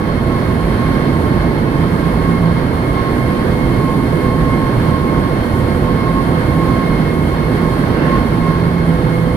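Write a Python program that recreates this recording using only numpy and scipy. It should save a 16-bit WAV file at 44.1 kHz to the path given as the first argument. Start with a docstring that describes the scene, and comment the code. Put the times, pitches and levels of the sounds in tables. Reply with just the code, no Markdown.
"""A slow six-cylinder main engine thumps through the hull of a large steel engine room: firings strike its modes.
Generator and pump tones, wavering sines, swell and fade as one walks across the standing waves;
two gear pumps whine a little apart and blowers sing very high.
Pipe flow and ventilation, coloured noise, roar and hiss under it all; one brief bright rush comes near the end."""
import sys
import numpy as np
from scipy import signal
from scipy.fft import rfft, irfft, next_fast_len
from scipy.io import wavfile
from scipy.ndimage import uniform_filter1d, minimum_filter1d

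SR = 44100
rng = np.random.default_rng(int(sys.argv[2]) if len(sys.argv) > 2 else 0)


def gain_from_decibels(decibels):
    """Convert decibel values to linear amplitude factors."""
    exponent = np.asarray(decibels, float) / 20
    return 10 ** exponent


def dump_mix(stems):
    """Bounce the given channels to the path in sys.argv[1] as a 16-bit WAV at rate SR."""
    frames = np.atleast_2d(stems).T  # one column per channel
    limited = np.clip(frames, -1, 1)  # hard clip at full scale
    pcm = np.round(limited * 32767).astype(np.int16)
    wavfile.write(sys.argv[1], SR, pcm)


N = 412776
SIZE = next_fast_len(N + 4096)
HZ = np.maximum(np.arange(SIZE // 2 + 1) * SR / SIZE, 1)
SECONDS = np.arange(N) / SR
TURNS_PER_S = 1.3235  # main engine

# likeness of the sound field at left and right: (frequency [Hz], correlation [0 to 1])
LIKENESS = [(30, 0.9), (60, 0.93), (130, 0.93), (280, 0.96), (430, 0.8), (640, 0.62), (950, 0.44),
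            (1200, 0.37), (2000, 0.13), (2700, 0), (15000, 0)]


def main_engine():
    """Modal excitation: each firing strikes every damped hull mode, in a pattern that repeats once a turn."""
    # hull modes: (frequency [Hz], t60 [s], push from each of cylinders 1 to 6 [wave height before lift_db]);
    # the sign of a push is the direction in which that firing starts the mode swinging
    hull_modes = [(25.1, 0.35, -0.012, 0.023, -0.015, 0.043, -0.019, 0.016),
                  (33.5, 0.18, -0.054, 0.019, -0.022, 0.00011, -0.00082, 0.031),
                  (48.35, 0.95, -0.059, 0.057, -0.05, 0.028, -0.083, 0.01),
                  (60.5, 1, 0.0052, -0.023, -0.0011, 0.054, 0.084, 0.0007),
                  (82.1, 1, 0.069, 0.067, -0.098, 0.038, 0.077, 0.045),
                  (81.7, 0.32, -0.11, 0.0078, 0.067, -0.055, -0.085, -0.015),
                  (113, 0.35, -0.0026, -0.035, -0.0043, -0.014, 0.0018, -0.072),
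                  (137.7, 1, -0.024, 0.049, -0.022, -0.016, 0.029, -0.036)]
    first_firing_s, lift_db, uneven_db = 0.102, 4.0, 0.5
    run_in = 2 * SR  # samples in which the modes build up beforehand
    firing = np.arange(-12, 6 * 12 + 2)
    firing_s = first_firing_s + firing / 6 / TURNS_PER_S
    at = np.round(firing_s * SR).astype(int) + run_in
    out = np.zeros(N + run_in)
    for hz, t60, *push in hull_modes:
        clicks = np.full(N + run_in, 1e-18)  # not quite zero, to keep the filter fast
        strength_db = lift_db + uneven_db * rng.standard_normal(len(at))
        clicks[at] = np.array(push)[firing % 6] * gain_from_decibels(strength_db)
        decay = gain_from_decibels(-60 / (t60 * SR))  # per sample
        angle = 2 * np.pi * hz / SR  # radians per sample
        out += signal.lfilter([0, np.sin(angle)], [1, -2 * decay * np.cos(angle), decay ** 2], clicks)
    out = signal.sosfilt(signal.butter(2, 16, "high", fs=SR, output="sos"), out)
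    return out[run_in:]


def in_time(rows):
    """Linear interpolation: the columns of a time curve, sample by sample."""
    s, *columns = np.transpose(rows)
    return [np.interp(SECONDS, s, column) for column in columns]


def at_hz(points, hz):
    """Linear interpolation of a spectrum on a logarithmic frequency axis."""
    point_hz, value = np.transpose(points)
    return np.interp(np.log(hz), np.log(point_hz), value)


def drift(per_s):
    """Slow random process of spread 1: random points, per_s of them a second, joined by straight lines."""
    points = rng.standard_normal(400)
    joined = np.interp(SECONDS * per_s, np.arange(400), points)
    return np.sqrt(1.5) * joined  # the straight lines had cut the variance to 2/3


def tone(hz, level_db, waver_db, waver_per_s, smear, wander):
    """Interference: a sine wavers in strength and phase; reflections make the left phase wander about the right.

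    smear [radians] is the spread of the phase; wander scales the left phase's departure, greater where
    the two sides are less alike.
    """
    phase = 2 * np.pi * (hz * SECONDS + rng.random()) + smear * drift(waver_per_s)
    unlikeness = np.arccos(np.clip(at_hz(LIKENESS, hz), 0, 1))
    apart = wander * unlikeness * drift(2.5)
    peak = np.sqrt(2) * gain_from_decibels(level_db + waver_db * drift(waver_per_s))
    return peak * np.sin([phase + apart, phase])


def generator():
    """Standing waves and amplitude modulation: the hum varies with place; its third harmonic throbs once a turn."""
    # hum where one stands: (time [s], hum level [dB], third harmonic level before its throb [dB])
    hum_curve = [(0.0, -31.5, -25), (0.5, -42, -40), (1.4, -47, -44), (1.9, -23, -35.5), (2.6, -21, -39),
                 (3.1, -35, -30), (4.0, -34, -31.5), (5.0, -53, -29.5), (5.9, -26, -30.5), (7.0, -27, -32),
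                 (7.8, -26.5, -32.5), (8.3, -26.5, -35), (8.55, -14, -40), (8.85, -15.5, -36),
                 (9.08, -17.5, -22), (9.36, -20.5, -24)]
    hum_db, third_db = in_time(hum_curve)
    throb_depth, throb_peak_s = 0.38, 5.036
    throb = 1 + throb_depth * np.cos(2 * np.pi * TURNS_PER_S * (SECONDS - throb_peak_s))
    hum = tone(166.7, hum_db, waver_db=2.5, waver_per_s=4.5, smear=0.2, wander=0.4)
    third = tone(499.4, third_db, waver_db=0.2, waver_per_s=4.0, smear=0.14, wander=0.3)
    return hum + throb * third


def swelling(resting_db, swells):
    """Power addition: bell-shaped swells are laid over a resting level; the sum is in dB."""
    coarse = SECONDS[::100]
    bells = sum(gain_from_decibels(db) * 2. ** -(2 * (coarse - s) / length) ** 2 for s, db, length in swells)
    level_db = 20 * np.log10(np.hypot(gain_from_decibels(resting_db), bells))
    return np.interp(SECONDS, coarse, level_db)


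def pump_and_blower_whines():
    """Constructive interference: each whine swells where its reflections add up."""
    # pitch of each whine: name: frequency [Hz]
    whine_hz = {"first pump": 1075.3, "second pump": 1085, "first octave": 2149, "second octave": 2170.3,
                "low blower": 10889, "high blower": 11074}
    # strength of each whine between swells: name: level [dB]
    whine_resting_db = {"first pump": -37, "second pump": -38, "first octave": -49, "second octave": -45,
                        "low blower": -65, "high blower": -65}
    # swells of each whine: name: (time [s], peak level [dB], length at half height [s])
    whine_swells = {"first pump": [(.35, -31, 0.2), (.89, -32, 0.24), (1.35, -32, 0.18), (1.75, -35, .22),
                    (3.1, -31.5, 0.47), (3.88, -26, 0.17), (4.5, -25.5, 0.49), (5.13, -25.5, 0.37),
                    (5.8, -29.5, 0.21), (6.1, -24.5, 0.24), (6.72, -24.5, 0.34), (7.73, -26, 0.28),
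                    (8.15, -22.5, 0.1), (8.48, -23.5, 0.16)], "second pump": [(0.0, -38, 0.44),
                    (.69, -35, 0.24), (1.15, -41, .3), (2.0, -30, .2), (2.29, -30.5, .22), (2.62, -37, .18),
                    (2.96, -27, 0.18), (6.3, -31.5, 0.51)], "first octave": [(1.37, -40, 0.26),
                    (2.37, -35, 0.15), (3.18, -42, .38), (3.64, -35, .21), (4.22, -34, 0.19),
                    (4.54, -32.5, 0.11), (6.02, -37, 0.16), (6.39, -38.5, 0.2), (6.95, -36.5, .55),
                    (8.28, -38, 0.37), (9.06, -43, 0.29)], "second octave": [(1.05, -43, .35),
                    (1.8, -45, 0.79), (3.2, -37, 0.32), (3.71, -44, 0.18), (4.5, -47.5, 0.81),
                    (5.26, -52, .35), (7.5, -46, .6), (9.15, -39, .2)], "low blower": [(.71, -52, .45),
                    (1.31, -54, .3), (3.0, -61, .5), (3.75, -57, .5), (6.15, -56, .35)],
                    "high blower": [(2.08, -51, .17), (3.4, -58, .5), (4.83, -56, .2), (5.9, -60, .3),
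                    (6.84, -57, .3), (9.15, -59, .25)]}
    out = np.zeros((2, N))
    for name, hz in whine_hz.items():
        level_db = swelling(whine_resting_db[name], whine_swells[name])
        out += tone(hz, level_db, waver_db=1.5, waver_per_s=16.0, smear=0.42, wander=0.9)
    return out


def weaker_machine_tones():
    """Superposition: weaker steady machine tones add up as independently wavering sines."""
    # weaker steady machine tones, with generator harmonics and engine-rate side tones: (frequency [Hz], level [dB])
    weak_tones = [(118.4, -31.5), (158.8, -30.5), (162.8, -31.5), (237, -34.5), (270.5, -34),
                  (333.1, -35.5), (355.3, -37), (592.2, -44.5), (666.2, -43.5), (908.4, -43), (923.9, -49),
                  (1078.5, -44), (1108.3, -45), (1241.5, -51), (1590.1, -48), (2141.2, -48),
                  (2155.5, -46.5), (2163, -51), (2605.5, -57.5), (3062, -67), (3106.2, -59), (3129.7, -66),
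                  (3141.2, -56.5), (3164, -68.5), (3222, -69), (3244.8, -62), (3528, -68), (3695, -75),
                  (3722, -67), (4122, -68), (4214.5, -60), (4222.5, -59), (4296, -67), (4340, -61.5),
                  (4492, -67), (10790, -74), (11356, -74)]
    return sum(tone(hz, db, waver_db=3.0, waver_per_s=7.0, smear=0.89, wander=0.72) for hz, db in weak_tones)


def unlike(first, second, hz):
    """Spatial coherence: left hears the first field; right shares it as far as reflections allow."""
    alike = np.clip(at_hz(LIKENESS, hz), 0, 1)
    return np.array([first, alike * first + np.sqrt(1 - alike ** 2) * second])


def air_noise(spectrum, low_hz, high_hz, level_db):
    """Resonant filtering: casings colour diffuse noise, scaled to rms 1 from low_hz to high_hz before its level."""
    # casing and duct resonances: (frequency [Hz], width at half the boost or cut [Hz], boost or cut [dB])
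    casings = [(49.3, 6.3, 9.5), (66, 18, -4.5), (88.6, 14, 3.5), (103.3, 9.6, -6), (116.8, 12.6, 5),
               (152, 16, 2), (240.5, 20, 2.5), (895, 45, 4), (1082, 91, 5.5), (1630, 230, 1),
               (2165, 61, 5.5), (3145, 83, 7.5), (3270, 55, 4), (3577, 53, 4.5), (4213, 66, 5),
               (4300, 150, 2), (4338, 62, 3)]
    resonance_db = sum(db / (1 + (2 * (HZ - hz) / wide) ** 2) for hz, wide, db in casings)
    shape = gain_from_decibels(at_hz(spectrum, HZ) + resonance_db)
    shape = shape * (HZ > spectrum[0][0]) * (HZ < spectrum[-1][0])
    band = (HZ > low_hz) & (HZ < high_hz)
    shape = shape / np.sqrt(2 * np.sum(shape[band] ** 2) / SIZE)
    first, second = rfft(rng.standard_normal((2, SIZE)))
    return irfft(unlike(first, second, HZ) * shape, SIZE)[:, :N] * gain_from_decibels(level_db)


def bright_rush():
    """Amplitude-shaped noise: a band of bright noise rises and dies away within about half a second."""
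    # strength of the rush: (time [s], level [dB])
    rush_curve = [(7.85, -90), (7.96, -32), (8.08, -30), (8.22, -46), (8.4, -90)]
    # its relative spectrum: (frequency [Hz], density [dB per Hz])
    rush_spectrum = [(900, -30), (1400, 6), (1900, 5), (2350, -12), (2750, 1.5), (3300, -24), (4500, -40)]
    return air_noise(rush_spectrum, 1200, 3200, *in_time(rush_curve))


def pipe_flow(near_db):
    """Broadband flow noise: a low rumble follows the nearness of the pipes, a higher roar about half as far."""
    # relative spectrum of the rumble: (frequency [Hz], density [dB per Hz])
    rumble_spectrum = [(11, -40), (20, -24), (30, -11), (68, -6.5), (102, -3), (150, -1.5), (252, -3.5),
                       (350, -6), (446, -10), (751, -19.5), (1000, -22.5), (1300, -41)]
    # relative spectrum of the roar: (frequency [Hz], density [dB per Hz])
    roar_spectrum = [(350, -1.5), (600, -5), (950, -9.5), (1250, -7.5), (1600, -8.5), (2020, -12.5),
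                     (2450, -20), (3170, -23.5), (3900, -24.5), (4400, -24), (5360, -31.5), (7000, -44),
                     (9100, -63)]
    roar_follows = 0.52  # share of the rumble's swing in dB
    roar_db = -30 + roar_follows * near_db + 0.69 * drift(12)
    rumble = air_noise(rumble_spectrum, 180, 480, -18 + near_db)
    return rumble + air_noise(roar_spectrum, 1200, 2000, roar_db)


def duct_hiss(ducts_db):
    """Broadband flow noise: the ventilation hiss follows the nearness of the ducts and flutters as a whole."""
    # relative spectrum of the hiss: (frequency [Hz], density [dB per Hz])
    hiss_spectrum = [(3530, -37), (6000, -7), (7590, -6.5), (8680, -1), (10900, 0.5), (12900, -5.5),
                     (14600, -6.5), (15500, -11)]
    flutter_db = 0.44 * drift(4.0) + 0.5 * drift(10) + 0.5 * drift(35)
    return air_noise(hiss_spectrum, 7500, 10500, -48.7 + ducts_db + flutter_db)


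def scene():
    """Superposition of engine, machine tones and air noise along the walk."""
    # nearness along the walk: (time [s], to the pipes [dB], to the air ducts [dB])
    walk = [(0.0, -1.5, -1), (0.4, -.5, -1), (1.2, 0.6, 0), (1.7, 0, -1), (2.4, -0.5, 0.5),
            (2.95, -0.5, -0.5), (3.75, .5, 1.5), (4.6, .6, 0.3), (5.6, 0, .7), (6.0, 0, 0), (6.7, 0.7, .8),
            (7.2, -0.6, -0.5), (7.8, 0, 1), (8.1, 2.5, 0.5), (8.4, -.5, -0.5), (9.36, -1.3, -0.5)]
    near_db, ducts_db = in_time(walk)
    machines = generator() + pump_and_blower_whines() + weaker_machine_tones()
    air = bright_rush() + pipe_flow(near_db) + duct_hiss(ducts_db)
    return main_engine() + machines + air


def band_limit(x):
    """A steep low-pass at the top of the band."""
    return signal.sosfilt(signal.butter(12, 15670, fs=SR, output="sos"), x)


def record(dry):
    """Linear filtering and limiting: two ports of unequal colour share the power, and peaks stay under full scale."""
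    # balance of the ports: (frequency [Hz], left over right [dB])
    port_balance = [(40, -2), (120, -4.5), (280, -6), (500, -7), (790, -2), (1200, -5), (1750, -7),
                    (2200, -2), (2700, 7), (3300, 6.5), (4500, 0), (5600, 5.5), (7000, 19), (8500, 67),
                    (11000, 23), (14200, 41), (15000, 30)]
    # the left port is reached first: (frequency [Hz], phase lead [radians])
    port_lead = [(0, 0), (500, 0.6), (1100, 1.15), (1380, 3), (2150, 7), (3700, 8.5), (15600, 43.5)]
    power_ratio = gain_from_decibels(2 * at_hz(port_balance, HZ))
    lead = np.exp(1j * np.interp(HZ, *np.transpose(port_lead)))
    ports = np.sqrt(2 / (1 + power_ratio)) * np.array([np.sqrt(power_ratio) * lead, np.ones_like(HZ)])
    mirrored = np.pad(dry, [(0, 0), (2048, 2048)], mode="reflect")  # keeps the ends from wrapping round
    wet = irfft(rfft(mirrored, SIZE) * ports, SIZE)[:, 2048:N + 2048]
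    ceiling = 0.99
    gain = ceiling / np.maximum(np.abs(wet).max(axis=0), ceiling)
    gain = minimum_filter1d(gain, size=401)
    gain = uniform_filter1d(uniform_filter1d(gain, size=201), size=201)  # eases down and back over about 9 ms
    return band_limit(wet * gain)


dry = scene()
out = record(dry)
dump_mix(out)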